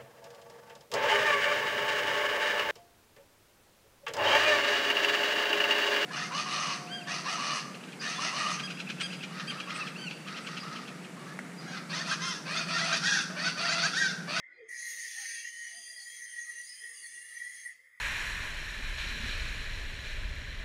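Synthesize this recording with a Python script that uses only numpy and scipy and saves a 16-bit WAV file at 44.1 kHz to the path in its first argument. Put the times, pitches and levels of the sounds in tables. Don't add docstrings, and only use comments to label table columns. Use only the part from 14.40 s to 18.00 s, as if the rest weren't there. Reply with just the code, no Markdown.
import sys
import numpy as np
from scipy import signal
from scipy.fft import rfft, irfft, next_fast_len
from scipy.io import wavfile
from scipy.ndimage import uniform_filter1d, map_coordinates

SR = 44100
rng = np.random.default_rng(int(sys.argv[2]) if len(sys.argv) > 2 else 0)


def file_out(sig):
    cols = np.atleast_2d(sig).T
    lim = np.clip(cols, -1, 1)
    pcm = np.round(lim * 32767).astype(np.int16)
    wavfile.write(sys.argv[1], SR, pcm)


N = 158760


def amp(db):
    return 10 ** (np.asarray(db) / 20)


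def unit(x):
    return x / np.sqrt(np.mean(x ** 2) + 1e-20)


def curves(rows):
    s, *cols = np.transpose(rows)
    return [np.interp(np.arange(N) / SR, s, c) for c in cols]


def wobble(rate):
    coarse = np.arange(0, N + 32, 32)
    knots = rng.standard_normal(int(N * rate / SR) + 4)
    return np.interp(np.arange(N), coarse, map_coordinates(knots, [coarse * rate / SR]))


def filtered(x, response):
    m = next_fast_len(N + 8192)
    return irfft(rfft(x, m) * response(np.fft.rfftfreq(m, 1 / SR)), m)[..., :N]


def narrow_noise(turn, width_hz):
    return wobble(width_hz) * np.cos(turn) + wobble(width_hz) * np.sin(turn)


def patch_field(shape, high, long):
    field = uniform_filter1d(rng.standard_normal(shape), size=high, axis=0)
    return unit(uniform_filter1d(field, size=long, axis=1))


# (f/Hz, level/dB)
HUB_MODES = [(1787, -52.5), (1825, -62), (1873, -57), (1916, -51), (2035, -59.5), (2277, -73), (2713, -75),
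             (2853, -77), (2961, -79), (3257, -71.5), (3418, -82), (4296, -69.5), (4463, -75.5),
             (4743, -68.5), (4791, -71), (4845, -73.5), (5023, -68), (5652, -84), (5868, -71),
             (6045, -67.5), (6191, -61.5), (6261, -70.5), (6535, -65), (6632, -60.5), (8150, -81),
             (8818, -60.5), (8931, -63), (9405, -67), (10820, -89)]
MODE_WIDTH_HZ, MODE_WANDER_HZ = 28, 22
MODE_FLICKER_DB, FLICKER_RATE = 3.6, 10


def rush(spectrum, patchy_db, modes_db=None, bands_db=0):
    z = signal.stft(rng.standard_normal(N), nperseg=1024)[2]
    gain_db = patchy_db * patch_field(z.shape, high=3, long=8)
    gain_db = gain_db + bands_db * patch_field(z.shape, high=8, long=18)
    patchy = signal.istft(z * amp(gain_db), nperseg=1024)[1][:N]
    f, level = np.transpose(spectrum)
    out = filtered(patchy, lambda hz: amp(np.interp(np.log(hz + 1), np.log(f + 1), level)))
    if modes_db is None:
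        return unit(out)
    modes = [m for m in HUB_MODES if f[1] <= m[0] <= f[-2]]
    for hz, db in modes:
        turn = 2 * np.pi * np.cumsum(hz + MODE_WANDER_HZ * wobble(4)) / SR
        line = narrow_noise(turn, MODE_WIDTH_HZ) * np.sqrt(MODE_WIDTH_HZ / SR)
        over_db = level.max() + modes_db + db - max(m[1] for m in modes)
        out = out + amp(over_db + MODE_FLICKER_DB * wobble(FLICKER_RATE)) * line
    return unit(out)


def swells(rows, stretch, rough, spread_hz, skirt_hz):
    out, t = np.zeros(N), np.arange(N) / SR
    drift = spread_hz * wobble(30)
    skirt = rough * (wobble(skirt_hz) + 1j * wobble(skirt_hz))
    for s, length, hz, db in rows:
        at = np.arange(max(0, int((s - 2 * length) * SR)), min(N, int((s + 2 * length) * SR)))
        draw = (at + rng.integers(N)) % N
        bell = np.exp(-.5 * (np.abs(t[at] - s) / (stretch * length)) ** 2.22)
        tone = np.exp(2j * np.pi * (hz * t[at] + np.cumsum(drift[draw]) / SR))
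        blurred = np.imag((1 + skirt[draw]) * tone) / np.sqrt(1 + rough ** 2)
        out[at] += amp(db + 1.0) * bell * blurred
    return out


# (f/Hz, relative level/dB per Hz)
MURMUR_COLOUR = [(15, -64), (25, -30), (70, -26), (97, -10), (129, -16), (220, -10.5), (381, -0.5),
                 (595, -4), (694, -4), (977, -12), (1240, -0.5), (1500, -37), (1950, -29), (3300, -120)]
# (t/s, level/dB)
MURMUR_COURSE = [(0.0, -88), (0.31, -80), (0.79, -89.5), (1.05, -85.5), (1.46, -82.5), (1.9, -86.5),
                 (2.41, -85), (2.94, -86), (3.01, -85.5), (3.6, -98.5)]


def murmur():
    return amp(curves(MURMUR_COURSE)[0] + 4.5) * rush(MURMUR_COLOUR, patchy_db=5.5)


# (centre t/s, length/s, f/Hz, level/dB)
SOFT_TONES = [(0.02, 0.044, 571, -77), (0.12, 0.062, 1480, -65), (0.23, 0.065, 460, -52),
              (0.25, 0.17, 364, -74), (0.42, 0.044, 694, -79), (0.68, 0.025, 422, -70.5),
              (0.81, 0.067, 793, -61), (0.82, 0.07, 1280, -69), (0.84, 0.12, 1483, -64.5),
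              (0.92, 0.14, 1614, -58.5), (1.35, 0.13, 791, -77), (1.37, 0.082, 698, -66.5),
              (1.38, 0.06, 228, -76), (1.62, 0.076, 758, -77), (1.9, 0.051, 1534, -72),
              (2.09, 0.055, 1255, -68), (2.14, 0.054, 412, -77.5), (2.44, 0.036, 418.6, -71),
              (2.52, 0.071, 470, -75.5), (2.55, 0.071, 1183, -73.5), (2.76, 0.064, 395, -77.5),
              (2.92, 0.083, 1274, -76), (3.11, 0.18, 1270, -82.5), (3.29, 0.099, 705, -81.5),
              (3.43, 0.11, 524.3, -82)]


def soft_tones():
    return swells(SOFT_TONES, stretch=0.44, rough=0.37, spread_hz=14, skirt_hz=130.4)


def workshop():
    return murmur() + soft_tones()


# (f/Hz, level/dB)
HUM_TONES = [(100, -99), (228, -106)]


def low_hum():
    t = np.arange(N) / SR
    return sum(amp(db + 5 + wobble(12)) * np.sin(2 * np.pi * hz * t) for hz, db in HUM_TONES)


# (f/Hz, relative level/dB per Hz)
GEAR_COLOUR = [(1500, -66), (2600, -13), (2900, -17), (3260, 2.5), (3700, -7.5), (4300, -22.5),
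               (5080, -1.5), (5800, -20.5), (6550, -5), (7300, -19), (7900, -6.5), (8300, -18.5),
               (9400, -6), (9900, -18), (10300, -4), (11100, -24.5), (11700, -16), (13300, -34.5),
               (14350, -51), (14600, -11.5), (15100, -11.5), (15350, -41)]
# (t/s, level/dB)
GEAR_COURSE = [(0, -80), (.2, -79.5), (.4, -72), (3.3, -74), (3.6, -78.5)]
# (t/s, slope/dB per kHz)
GEAR_TILT = [(0, -2.5), (.25, -1.8), (.4, 1), (3.6, 0.56)]


def gears():
    hz, s, z = signal.stft(rush(GEAR_COLOUR, patchy_db=3.0), SR, nperseg=512)
    tilt_db = np.outer(hz / 1000 - 3, np.interp(s, *np.transpose(GEAR_TILT)))
    hiss = signal.istft(z * amp(tilt_db), SR, nperseg=512)[1][:N]
    return amp(curves(GEAR_COURSE)[0]) * hiss


# (f/Hz, relative level/dB per Hz)
IDLE_WHINE_COLOUR = [(820, -32), (1400, -18.5), (1440, -13), (1530, -19), (1660, -12.5), (2030, 12.5),
                     (2360, -16.5), (2440, -15), (2900, -37.5), (3770, -86), (6380, -120)]
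IDLE_WHINE_DB = -58.5


def idle_whine():
    return amp(IDLE_WHINE_DB) * rush(IDLE_WHINE_COLOUR, patchy_db=5.0)


def lathe():
    return low_hum() + gears() + idle_whine()


# (f/Hz, relative level/dB per Hz)
SPRAY_COLOUR = [(9500, -58), (11200, -6), (11900, 5), (12700, -9.5), (13500, -14), (14000, -9),
                (14400, 3.5), (15000, -5.5), (15600, -1.5)]
# (t/s, level/dB)
SPRAY_COURSE = [(0.26, -100), (0.31, -67), (0.42, -68), (0.49, -54), (0.61, -60), (0.83, -58.5), (1.1, -70),
                (1.42, -71), (1.75, -65), (1.88, -71), (2.65, -68.5), (2.79, -71), (3.27, -67), (3.35, -94),
                (3.42, -96)]


def spray(chatter_db):
    return amp(curves(SPRAY_COURSE)[0] + chatter_db) * rush(SPRAY_COLOUR, patchy_db=2.5, bands_db=0.5)


# (f/Hz, relative level/dB per Hz)
HEAVY_COLOUR = [(1900, -36), (2400, -1.5), (3700, -8), (4600, -1), (5600, -1.5), (7500, -7), (9000, -33)]
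# (t/s, level/dB)
HEAVY_COURSE = [(0.3, -80), (0.4, -70), (0.48, -57.5), (0.8, -56.5), (0.98, -61), (1.1, -75), (1.3, -76.5),
                (3.6, -70.5)]


def heavy_cut_hiss(chatter_db):
    return amp(curves(HEAVY_COURSE)[0] + chatter_db) * rush(HEAVY_COLOUR, patchy_db=0.5, bands_db=3.0)


# (t/s, f/Hz, level/dB)
CLIMB_PATH = [(0.8, 2430, -73), (0.9, 2500, -59.5), (1.02, 2664, -54.5), (1.1, 2870, -62.5),
              (1.2, 2980, -86)]
CLIMB_WIDTH_HZ = 220


def climb():
    hz, db = curves(CLIMB_PATH)
    turn = 2 * np.pi * np.cumsum(hz) / SR
    return amp(db) * unit(narrow_noise(turn, CLIMB_WIDTH_HZ))


# (centre t/s, length/s, f/Hz, level/dB)
MODE_FLARES = [(0.15, 0.055, 4120, -75.5), (0.13, 0.042, 5070, -86), (0.18, 0.097, 4730, -80),
               (0.19, 0.082, 2444, -68), (0.23, 0.14, 3230, -78), (0.36, 0.079, 2280, -57),
               (0.46, 0.12, 4090, -58.5), (0.47, 0.31, 6470, -71), (0.79, 0.13, 8816, -51),
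               (0.83, 0.17, 6180, -66), (0.88, 0.27, 6490, -49), (0.92, 0.25, 2275, -55),
               (0.93, 0.13, 9080, -49.5), (1.08, 0.061, 6590, -51), (1.21, 0.075, 6590, -51.5),
               (1.23, 0.31, 2996, -59), (1.28, 0.065, 5903, -53.5), (1.31, 0.07, 4350, -66),
               (1.34, 0.074, 6260, -52.5), (1.42, 0.12, 2805, -67), (1.46, 0.063, 4534, -58),
               (1.51, 0.32, 4815, -52), (1.57, 0.12, 3260, -62.5), (1.6, 0.017, 4810, -53),
               (1.62, 0.079, 4427, -55.5), (1.7, 0.16, 6905, -57.5), (1.74, 0.12, 3220, -58),
               (1.84, 0.13, 6198, -51), (1.92, 0.11, 3200, -60.5), (2.02, 0.1, 6590, -50.5),
               (2.03, 0.064, 6110, -54), (2.06, 0.1, 4020, -74), (2.17, 0.15, 6145, -54.5),
               (2.18, 0.1046, 2825, -63.5), (2.26, 0.1, 6776, -56.5), (2.31, 0.16, 4755, -57),
               (2.32, 0.068, 5050, -49), (2.37, 0.041, 2415, -67), (2.41, 0.11, 3107, -60),
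               (2.42, 0.086, 5030, -56.5), (2.53, 0.092, 5085, -60), (2.56, 0.056, 6210, -77),
               (2.59, 0.083, 4750, -57), (2.65, 0.054, 4430, -56.5), (2.59, 0.08, 2850, -61.5),
               (2.84, 0.2, 2820, -62.5), (2.97, 0.034, 6100, -55), (2.99, 0.095, 2260, -62),
               (3.22, 0.063, 6417, -54.5), (3.26, 0.035, 8650, -55.5)]


def mode_flares():
    return swells(MODE_FLARES, stretch=.42, rough=1.1, spread_hz=19, skirt_hz=140)


# (f/Hz, relative level/dB per Hz)
AROUND_SQUEAL = [(800, -82), (1300, -47), (1550, -30.5), (1680, -17), (1770, -6), (1860, 2), (1980, -2),
                 (2080, -5), (2170, -18), (2340, -17.5), (2500, -28), (3250, -50), (5500, -120)]
LOWER_RASP_COLOUR = [(1300, -69), (2100, -17), (2280, -6), (2390, -11), (2500, 2.5), (2700, -8), (2960, -7),
                     (3100, 1.5), (3280, -3), (3450, 6), (3650, -12), (4200, -41), (8000, -120)]
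UPPER_RASP_COLOUR = [(2000, -90), (3500, -36), (3750, -12), (3950, 0), (4250, -2), (4560, -0.5), (4800, -8),
                     (5000, -11), (5250, 4), (5450, -9.5), (5650, -28), (6500, -45), (12500, -120)]
LOWER_HISS_COLOUR = [(3200, -87), (5300, -35), (5650, -4.5), (5850, -10), (6150, -2.5), (6380, -2),
                     (6580, -0.5), (6850, -3.5), (7100, -15.5), (7400, -27), (7800, -53.5), (10000, -38),
                     (17000, -120)]
UPPER_HISS_COLOUR = [(5000, -68), (7400, -16), (7900, -17), (8400, -10), (8850, -4.5), (9150, -3.5),
                     (9450, 3), (9900, -8), (10300, -10.5), (10600, -36.5), (12000, -58), (20000, -120)]
HIGHEST_COLOUR = [(8000, -56.5), (10300, -2), (10800, 2.5), (11150, -11), (11500, -25), (13000, -72)]
# (t/s, around the squeal level/dB, lower rasp level/dB, upper rasp level/dB,
#  lower hiss level/dB, upper hiss level/dB, highest band level/dB)
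FRICTION_COURSE = [(0.2, -57, -66, -81, -101, -99, -109), (0.27, -55, -80, -95, -91, -92, -99),
                   (0.289, -50, -95, -69, -54.5, -57, -71), (0.32, -41, -91, -59, -51.5, -59, -61.5),
                   (0.37, -42, -62, -52, -49.5, -52.5, -60), (0.45, -40, -61, -49.5, -45, -50.5, -59.5),
                   (0.6, -40.5, -57, -50, -44, -49.5, -61), (0.77, -41.5, -48.5, -47, -44, -52.5, -55.5),
                   (0.98, -45, -51, -47, -45, -50.5, -67), (1.08, -40, -55.5, -52, -47.5, -60, -68),
                   (1.11, -50.5, -60.5, -54.5, -53, -54.5, -71), (1.26, -42, -59.5, -56, -51, -52.5, -72),
                   (1.46, -58.5, -58, -63, -52, -52, -79), (1.65, -53, -65.5, -60, -57.5, -51, -67),
                   (1.79, -59.5, -61, -56.5, -53.5, -50.5, -76), (1.83, -46.5, -68, -57.5, -58, -53, -81),
                   (1.92, -52, -60, -59, -56, -50.5, -74), (1.98, -46, -59.5, -57, -54.5, -53, -74),
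                   (2.18, -55, -62, -57.5, -54.5, -52, -75), (2.34, -58, -63.5, -59, -56, -51.5, -75),
                   (2.45, -52, -61, -62, -58.5, -51.5, -63.5), (2.59, -57, -60.5, -63.5, -56, -50, -66),
                   (2.78, -52.5, -62.5, -62, -56.5, -52, -68), (2.83, -52.5, -64, -62, -60, -53, -64),
                   (3.03, -48, -62, -58.5, -56.5, -54, -60.5), (3.21, -50, -61.5, -58.5, -59.5, -52.5, -69),
                   (3.28, -43, -70, -62, -65, -51.5, -66.5), (3.38, -61, -76, -94, -74, -75, -92),
                   (3.45, -69, -83, -77, -84, -74, -81)]
MODE_LIFT = [2, 13.1, 13, 12.1, 3.4, 5.8]
FRICTION_TRIM = [-3.5, -4, -2, -2, -1.5, 1.5]
PATCH_DEPTH = [2.9, 4.4, 1.7, 2.8, 1.11, 5.1]
BANDS_DB = 2.13


def friction(chatter_db):
    colours = [AROUND_SQUEAL, LOWER_RASP_COLOUR, UPPER_RASP_COLOUR,
               LOWER_HISS_COLOUR, UPPER_HISS_COLOUR, HIGHEST_COLOUR]
    out = np.zeros(N)
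    for level_db, colour, lift_db, trim_db, patchy_db in zip(
            curves(FRICTION_COURSE), colours, MODE_LIFT, FRICTION_TRIM, PATCH_DEPTH):
        out += amp(level_db + trim_db + chatter_db) * rush(colour, patchy_db, lift_db, BANDS_DB)
    return out


# (t/s, f/Hz, level/dB)
SQUEAL_PATH = [(0.25, 1979, -68), (0.3, 1933, -45.5), (0.48, 1897, -43.5), (0.5, 1892, -49.5),
               (0.71, 1903, -46), (0.82, 1908, -80), (0.87, 1892, -45), (0.92, 1943, -48.5),
               (0.97, 1853, -42), (1.02, 1905, -51.5), (1.09, 1919, -42), (1.11, 1868, -55),
               (1.23, 1883, -43), (1.41, 1912, -55.5), (1.45, 1907, -63), (1.48, 1909, -48.5),
               (1.56, 1916, -56), (1.58, 1930, -47), (1.63, 1890, -60), (1.67, 1928, -46),
               (1.76, 1901, -62.5), (1.85, 1933, -43.5), (1.9, 1910, -54), (1.99, 1907, -39),
               (2.07, 1915, -50.5), (2.1, 1908, -38), (2.14, 1941, -57), (2.17, 1873, -45),
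               (2.21, 1942, -44), (2.26, 1890, -59.5), (2.32, 1953, -48.5), (2.37, 1938, -65),
               (2.44, 1906, -46), (2.6, 1945, -72), (2.65, 1922, -44.5), (2.69, 1890, -58.5),
               (2.78, 1929, -47.5), (2.84, 1916, -58), (3.06, 1941, -41.5), (3.21, 1956, -68),
               (3.243, 1930, -70), (3.256, 1915, -39), (3.275, 1928, -40.5), (3.31, 1913, -49.5),
               (3.34, 1985, -61), (3.4, 1952, -58)]
TWIN_BELOW_HZ, TWIN_DB = 46, -11


def squeal():
    hz, db = curves(SQUEAL_PATH)
    turns = np.cumsum(hz + 10 * wobble(45)) / SR
    twin_turns = turns - np.cumsum(TWIN_BELOW_HZ + 7 * wobble(14)) / SR
    twin = amp(TWIN_DB + 4.9 * wobble(8.05)) * np.sin(2 * np.pi * twin_turns)
    roughness = 1 + 0.22 * wobble(90)
    return amp(db + 2.0) * roughness * (np.sin(2 * np.pi * turns) + twin)


BITE_S, LIFT_S = 0.2705, 3.33
RISE_S, FALL_S = 0.025, 0.17


def contact():
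    t = np.arange(N) / SR
    return np.clip((t - BITE_S) / RISE_S, 0, 1) * amp(-20 * np.clip(t - LIFT_S, 0, None) / FALL_S)


def scrape():
    chatter_db = 0.62 * wobble(30.55)
    noise = friction(chatter_db) + heavy_cut_hiss(chatter_db) + spray(chatter_db)
    return contact() * (noise + climb() + squeal()) + mode_flares()


def scene():
    return (workshop() + lathe() + scrape())[None]


TOP_HZ = 15720


def record(dry):
    def response(hz):
        treble_edge = np.clip((TOP_HZ - hz) / 80, 0, 1) ** 2
        return treble_edge / (1 + (35 / (hz + 1)) ** 2)
    return filtered(dry, response)


dry = scene()
out = record(dry)
file_out(out)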